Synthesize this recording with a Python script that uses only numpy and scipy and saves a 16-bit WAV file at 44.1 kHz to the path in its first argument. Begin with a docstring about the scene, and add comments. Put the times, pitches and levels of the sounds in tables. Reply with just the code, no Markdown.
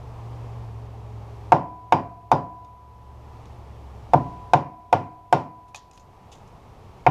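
"""Close to the microphone, in an open shed among trees; a distant motor moves off as soft noise and sinking lines.
A hammer drives a chisel into a floorboard on a steel frame: three blows, then a few faint chips levered out.
A light blow sets the edge, three more follow, then chips snap and clink, and one last blow falls.
Each blow is a damped knock with echoes, ringing modes of deck, frame and chisel, and decaying noise bands.
The recorder's gain control turns everything down after an overload and creeps back; hiss and whine stay."""
import sys
import numpy as np
from scipy import signal
from scipy.fft import rfft, irfft, next_fast_len
from scipy.io import wavfile
from scipy.ndimage import uniform_filter1d, minimum_filter1d

SR = 44100
rng = np.random.default_rng(int(sys.argv[2]) if len(sys.argv) > 2 else 0)


def digitize_waveform(pressure):
    """Quantize a signal to 16-bit integers and store it at the path in sys.argv[1].

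    Rows of a 2-D input are taken as channels; values are limited to [-1, 1].
    """
    field = np.atleast_2d(pressure).T
    bounded = np.clip(field, -1, 1)
    quanta = np.round(bounded * 32767).astype(np.int16)
    wavfile.write(sys.argv[1], SR, quanta)


N = 313110

# Levels of the work (blows, chips, and all they set ringing) are those before WORK_DB.
# Hammer blows, levels against a usual blow; the first of the second run is a light one that sets the edge:
# (time [s], knock [dB], thump [dB], bite [dB], crack [dB], ping [dB], knock pitch [Hz],
#  near return [dB], far return [dB])
HAMMER_BLOWS = [(1.5200, 1.7, 0, -0.5, -1.1, 2, 815, -1, -3),
                (1.923, -0.3, -3, 0.6, -0.5, 9.5, 835, -2, -6),
                (2.316, 0.25, -0.5, -5.5, -0.8, 8, 848, -6, -5),
                (4.1348, -11, -5, -17, -13.5, -20, 770, 0, 3),
                (4.5345, -0.5, -1.5, 1, 1, -8, 778, -2.5, -2.5),
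                (4.9273, -2.4, -3, 0.8, 0.4, -7, 773, -1, -0.5),
                (5.3262, -1.2, -2, -0.6, 3.5, -6, 765, -1.5, -6.5),
                (7.0647, -2.1, 2.5, 5.5, -7, -2, 773, 0.5, 1)]
# Reflections of the knock from the shed: (delay [s], level [dB])
SHED_ECHOES = [(.01657, -11), (.01972, -20.5), (.02695, -13), (.04264, -17), (.04763, -22)]
# Chips snapping and scraping at the blade; the clink is against the chip's own level:
# (time [s], level [dB], t60 [s], clink of the blade [dB])
CHIP_EVENTS = [(2.646, -50, .02, -6.5), (3.456, -54, .015, -10), (5.682, -55, 0.097, 0),
               (5.7455, -23.5, 0.027, -6), (5.7575, -39.5, 0.098, -11), (5.912, -42.5, 0.015, -13),
               (5.9324, -54.5, 0.22, -6), (5.9746, -45, 0.027, -3.5), (5.9959, -52, 0.085, -8),
               (6.316, -53, 0.21, -5), (6.476, -59, 0.046, -12)]
# Modes of the wooden deck: (frequency [Hz], level [dB], t60 [s])
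DECK_MODES = [(99.4, -25, 0.31), (123.4, -30.5, 0.44), (142.1, -20.5, 0.28), (160.8, -21, 0.28),
              (175.2, -34.5, 0.48), (193, -38, 0.35), (223.5, -33.5, 0.43), (263.6, -28.5, 0.38),
              (290, -30.5, 0.33), (336.4, -23.5, 0.25), (404.8, -24, 0.17), (499.5, -38, 0.36),
              (540.4, -26.5, 0.26), (605, -45, 0.34), (681, -38, 0.77), (713, -30.5, 0.51),
              (813, -51.5, 0.24), (894, -37, 0.25), (965, -17.5, 0.1), (1030, -40, 0.63),
              (1041, -25.5, 0.19), (1415, -35.5, 0.22), (1452, -37, 0.17), (1715, -43.5, 0.17),
              (2000, -47.5, .2), (2370, -49, 0.36), (2360, -47, .18)]
# Modes of the steel frame: (frequency [Hz], level [dB], t60 [s])
FRAME_MODES = [(101.4, -41.5, 1.46), (261, -43, 0.5), (314.3, -39, 0.84), (698, -44.5, 1.7),
               (748, -39.5, 1.04), (991.8, -32.5, 1.87), (1130, -56.5, 0.78), (1560, -60.5, 0.72),
               (2420, -66.5, 0.79), (2740, -64, 0.44)]
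# Modes of the chisel, damped by the hand: (frequency [Hz], level [dB], t60 [s])
CHISEL_MODES = [(2510, -8.5, 0.04), (2940, -33.5, 0.15), (3400, -30, 0.11), (3660, -19, 0.091),
                (5050, -27, 0.15), (5550, -24.5, 0.16), (5860, -23.5, 0.08), (6530, -22, 0.081),
                (6770, -31, 0.12)]
# Noise of the edge cutting in: (frequency [Hz], level [dB per Hz], t60 [s])
CUTTING_NOISE = [(60, -93, .03), (500, -57.5, .03), (1220, -58.5, 0.02), (1517, -43, 0.046),
                 (2015, -60, 0.024), (2430, -51.5, 0.064), (2910, -61, 0.027), (3560, -52.5, 0.017),
                 (4340, -65, 0.033), (6170, -54.5, 0.0093), (8200, -71, 0.019), (11100, -80, 0.03),
                 (15000, -89.5, .018)]
# Diffuse tail of the shed: (frequency [Hz], level [dB per Hz], t60 [s])
SHED_TAIL = [(45, -90.5, .3), (100, -52, 0.6), (260, -56.5, 0.54), (453, -53, 0.33), (750, -47.5, 0.32),
             (1010, -48, 0.35), (1210, -66, 0.39), (1900, -70.5, 0.34), (2370, -75, 0.41),
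             (3100, -71.5, 0.17), (4200, -84, 0.29), (5400, -83.5, 0.26), (7000, -96.5, 0.34),
             (8400, -100, 0.32), (15000, -111, .14)]
# Spectrum of a breaking chip: (frequency [Hz], level [dB per Hz])
CHIP_SPECTRUM = [(60, -89), (300, -80), (750, -31.5), (1500, -56), (2500, -50.5), (3600, -46.5),
                 (4400, -50.5), (6500, -45), (8000, -56), (11000, -58), (15000, -79)]
# Lines of the distant motor, each swelling and then fading:
# (usual frequency [Hz], peak level [dB], peak time [s], swell [dB per s], fade [dB per s])
MOTOR_TONES = [(69, -44, 4.0, 0.2, 11), (113.7, -37, 0.39, 15, 3.5), (432, -54.5, 1.2, 11, 8.5)]
# The motor's pitch wavers, then sags as it moves off: (time [s], share of its usual pitch [1])
MOTOR_PITCH_CURVE = [(0, 1.03), (1.4, 0.96), (3.5, 1.007), (4.4, .93), (7.1, 0.79)]
# Outdoor air, before AIR_DB: (frequency [Hz], level [dB per Hz])
AIR_SPECTRUM = [(25, -76.5), (50, -70), (100, -68), (175, -75.5), (300, -81), (420, -77), (520, -81.5),
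                (850, -77.5), (1100, -82.5), (1500, -95.5), (2500, -97.5), (4000, -104), (6000, -107),
                (9000, -115), (15000, -122)]

CLOCK = np.arange(N) / SR
AFTER = CLOCK[:SR // 2]   # time since a contact
BAND_EDGES = np.geomspace(45, 17000, 29)   # Hz
BAND_HZ = np.sqrt(BAND_EDGES[1:] * BAND_EDGES[:-1])

WORK_DB = 9.5   # blows and chips are close to the microphone
NEAR_RETURN_S, FAR_RETURN_S = .00554, .00972   # the bending wave comes back from two supports of the board
PING_HZ, PING_DB, PING_T60_S = 4900, -56, .22   # steel meets steel
AIR_DB, AIR_FADE_DB_PER_S = 2, .25
ROAR_HZ, ROAR_FADE_DB_PER_S = 448, 0.63   # the roar around ROAR_HZ fades with the motor
# the gain control acts above this level over full scale, by so many dB for each dB, down to DUCK_DB
DUCK_ABOVE_DB, DUCK_RATIO, DUCK_DB = 4, 4, 9
DUCK_HOLD_S, RECOVER_DB_PER_S = 0.45, 16
HISS_DB = -122   # per Hz
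WHINE_HZ, WHINE_DB = 11570, -89.5   # faint electronic whine
CUTOFF_HZ = 15800


def hammering(bands, chisel, knock_db=-0.27, bite_db=-19.0, bite_hz=2400, bite_delay_s=0.0023,
              chisel_db=-27, same_tail=0.44, patchy_db=2):
    """Every blow excites the same board, deck, frame and shed, with a colour of its own."""
    out = np.zeros(N)
    deck = body(DECK_MODES, AFTER, rise_cycles=2.66)
    frame = body(FRAME_MODES, CLOCK[:2 * SR], rise_cycles=18)
    cutting = decays(CUTTING_NOISE, rise_s=0.0013, rise_cycles=1.17)
    shed = decays(SHED_TAIL, rise_s=0.0008, rise_cycles=0.2)
    fixed_paths = stretch(bands)
    steel = steel_ping()
    for s, strength, thump, bite, crack, ping, hz, near_db, far_db in HAMMER_BLOWS:
        colour = [(250, thump), (450, strength), (1300, strength), (2300, bite), (3800, crack)]
        gains = from_db(at_hz(colour, BAND_HZ)[0])
        add(out, s, from_db(knock_db + strength) * knock(hz, near_db, far_db))
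        add(out, s, from_db(PING_DB + ping) * steel)
        # the grain breaks differently at every blow
        patches = from_db(patchy_db * rng.standard_normal(len(BAND_HZ)))
        add(out, s - .0008, gains * patches @ (cutting * stretch(bands)))
        # the edge stops in the wood with a short yelp, its pitch varied at random
        yelp = packet(bite_hz * (1 + rng.normal() / 20), peak_s=0.00095)
        add(out, s + bite_delay_s, from_db(bite_db + bite) * yelp)
        add(out, s, from_db(chisel_db) * ring(chisel, colour, scatter_db=4.5))
        add(out, s, ring(deck, colour, scatter_db=2.5))
        # the frame takes up the weight of the blow as much as its knock
        frame_colour = [(1200, (thump + strength) / 2), (2300, bite)]
        add(out, s, ring(frame, frame_colour, scatter_db=1.46))
        # part of the tail keeps the same paths through the shed from blow to blow
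        paths = np.sqrt(same_tail) * fixed_paths + np.sqrt(1 - same_tail) * stretch(bands)
        add(out, s, gains @ (shed * paths))
    return out


def knock(hz, near_db, far_db):
    """The board's bending wave, its two returns and the first reflections of the shed."""
    wave = packet(hz, peak_s=0.0015)
    out = np.zeros(len(AFTER))
    arrivals = [(0, 0), (NEAR_RETURN_S, near_db), (FAR_RETURN_S, far_db)]
    for delay, db in arrivals + list(SHED_ECHOES):
        add(out, delay, from_db(db) * wave)
    return out


def packet(hz, peak_s):
    """A heavily damped resonance: a few cycles under an envelope that crests at 1."""
    age = AFTER / peak_s
    envelope = age ** 2 * np.exp(2 * (1 - np.minimum(age, 20)))
    return envelope * np.sin(2 * np.pi * hz * AFTER)


def steel_ping():
    """Steel on steel: one high mode that builds up and dies away."""
    return np.sin(2 * np.pi * PING_HZ * AFTER) * swell(AFTER, .002, PING_T60_S)


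def chips(bands, chisel, room_db=-16, room_t60=0.31, room_hz=6600, grain_db=3, patchy_db=3):
    """Fibres tear in uneven grains and make the blade clink, with a duller tail from the shed behind."""
    out = np.zeros(N)
    dull = 1 / (1 + (BAND_HZ / room_hz) ** 6)
    for s, db, t60, clink_db in CHIP_EVENTS:
        # every chip has a colour of its own
        patches_db = patchy_db * rng.standard_normal(len(BAND_HZ))
        gains = from_db(at_hz(CHIP_SPECTRUM, BAND_HZ)[0] + patches_db)
        grains = from_db(grain_db * drift(524, AFTER))
        snap = (gains @ stretch(bands)) * grains * swell(AFTER, 0.00055, t60)
        tail = (gains * dull @ stretch(bands)) * swell(AFTER, 0.014, room_t60)
        add(out, s, from_db(db) * (snap + from_db(room_db) * tail))
        add(out, s, ring(chisel, [(1000, db + clink_db)], scatter_db=5.5))
    return out


def body(modes, t, rise_cycles):
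    """The pitches of a body's modes and the ring of each; low ones take longer to build."""
    rings = []
    for k, (hz, db, t60) in enumerate(modes):
        sign = (-1) ** k   # neighbours start in opposite directions
        rings.append(sign * from_db(db) * np.sin(2 * np.pi * hz * t) * swell(t, rise_cycles / hz, t60))
    return np.array(modes)[:, 0], np.array(rings)


def ring(struck, colour, scatter_db):
    """Each contact weights the modes by its colour and a little by chance."""
    hz, rings = struck
    weights_db = at_hz(colour, hz)[0] + scatter_db * rng.standard_normal(len(hz))
    return from_db(weights_db) @ rings


def decays(table, rise_s, rise_cycles):
    """One envelope for each band: lows build later, and every band dies at its own rate."""
    level_db, t60 = at_hz(table, BAND_HZ[:, None])
    return from_db(level_db) * swell(AFTER, rise_s + rise_cycles / BAND_HZ[:, None], t60)


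def swell(t, rise_s, t60):
    """An envelope that builds up and dies away by 60 dB in each t60."""
    return (1 - np.exp(-(t / rise_s) ** 2)) * from_db(-60 * t / t60)


def noise_bands():
    """Two seconds of noise of unit density in each band."""
    white = rng.standard_normal((2, 2 * SR)) * np.sqrt(SR / 2)
    bands = []
    for k, edges in enumerate(zip(BAND_EDGES, BAND_EDGES[1:])):
        band = signal.butter(3, edges, "band", fs=SR, output="sos")
        bands.append(signal.sosfilt(band, white[k % 2]))   # neighbours use different noise
    return np.array(bands)


def stretch(bands):
    """A random half second of the band noise."""
    start = rng.integers(SR // 10, SR + SR // 2)
    return bands[:, start:start + len(AFTER)]


def motor(wander_share=0.0115, waver_db=1):
    """A few wavering lines carry through the trees, sinking in pitch and level as the motor moves off."""
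    out = np.zeros(N)
    pitch = in_time(MOTOR_PITCH_CURVE)[0]
    for hz, db, peak_s, swell_db, fade_db in MOTOR_TONES:
        below_db = np.maximum(swell_db * (peak_s - CLOCK), fade_db * (CLOCK - peak_s))
        out += tone(hz * pitch, db - below_db, wander_share * hz, waver_db)
    return out


def tone(hz, db, wander_hz, waver_db):
    """A line about a given rms level whose pitch and strength wander."""
    phase = 2 * np.pi * np.cumsum(hz + wander_hz * drift(8.4)) / SR
    return np.sqrt(2) * from_db(db + waver_db * drift(11)) * np.sin(phase)


def air(flutter_db=.5, roar_octaves=1.78):
    """Soft outdoor noise whose low middle, the roar of the motor, slowly recedes."""
    size = next_fast_len(N)
    hz = np.maximum(np.fft.rfftfreq(size, 1 / SR), 1)
    white = rfft(rng.standard_normal(size)) * np.sqrt(SR / 2)
    spectrum = white * from_db(AIR_DB + at_hz(AIR_SPECTRUM, hz)[0])
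    share = np.exp(-(np.log2(hz / ROAR_HZ) / roar_octaves) ** 2)
    roar = irfft(spectrum * share, size)[:N] * from_db(-ROAR_FADE_DB_PER_S * CLOCK)
    rest = irfft(spectrum * (1 - share), size)[:N] * from_db(-AIR_FADE_DB_PER_S * CLOCK)
    return (roar + rest) * from_db(flutter_db * drift(2.77))


def gain_control(x):
    """An overload turns the gain down at once; it stays down a moment, then creeps back."""
    hold, ahead = int(DUCK_HOLD_S * SR), SR // 250
    level_db = 20 * np.log10(np.abs(x) + 1e-9)
    over_db = np.clip(DUCK_RATIO * (level_db - DUCK_ABOVE_DB), 0, DUCK_DB)
    # the shifted window looks back over the hold time
    held_db = minimum_filter1d(-over_db, hold, origin=(hold - 1) // 2, mode="nearest")
    climb_db = RECOVER_DB_PER_S * CLOCK
    gain_db = np.minimum.accumulate(held_db - climb_db, axis=-1) + climb_db
    # the drop begins a few milliseconds early and is smoothed
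    return x * from_db(uniform_filter1d(minimum_filter1d(gain_db, 3 * ahead), ahead))


def from_db(db):
    """Decibels to gain."""
    return 10 ** (np.asarray(db) / 20)


def at_hz(points, hz):
    """Every column of a spectrum table, read at given frequencies on a log scale."""
    freqs, *columns = np.transpose(points)
    return [np.interp(np.log(hz), np.log(freqs), c) for c in columns]


def in_time(rows):
    """Every column of a curve table, read at each sample."""
    s, *columns = np.transpose(rows)
    return [np.interp(CLOCK, s, c) for c in columns]


def add(out, s, sound):
    """Mix a sound in at a given time."""
    start = max(int(round(s * SR)), 0)
    part = sound[:len(out) - start]
    out[start:start + len(part)] += part


def drift(rate_hz, t=CLOCK):
    """Smooth chance with a spread of about 1, drawn afresh at the given rate."""
    knots = signal.resample(rng.standard_normal(400), 4000)
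    return np.interp(t * rate_hz * 10, np.arange(len(knots)), knots)


def scene():
    """Work on the board close by, with the outdoors behind it."""
    bands = noise_bands()
    chisel = body(CHISEL_MODES, AFTER, rise_cycles=2)
    work = from_db(WORK_DB) * (hammering(bands, chisel) + chips(bands, chisel))
    return (work + motor() + air())[None]


def record(dry):
    """Gain control, then hiss and whine; a fast limiter holds crests near full scale and the top is cut."""
    hiss = from_db(HISS_DB) * np.sqrt(SR / 2) * rng.standard_normal(N)
    whine = np.sqrt(2) * from_db(WHINE_DB) * np.sin(2 * np.pi * WHINE_HZ * CLOCK)
    x = gain_control(dry) + hiss + whine
    span = SR // 250
    limit = 1 / np.maximum(np.abs(x), 1)
    gain = uniform_filter1d(minimum_filter1d(limit, span), span)
    top_cut = signal.cheby2(14, 70, CUTOFF_HZ + 500, fs=SR, output="sos")
    return signal.sosfilt(top_cut, x * gain)


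dry = scene()
out = record(dry)
digitize_waveform(out)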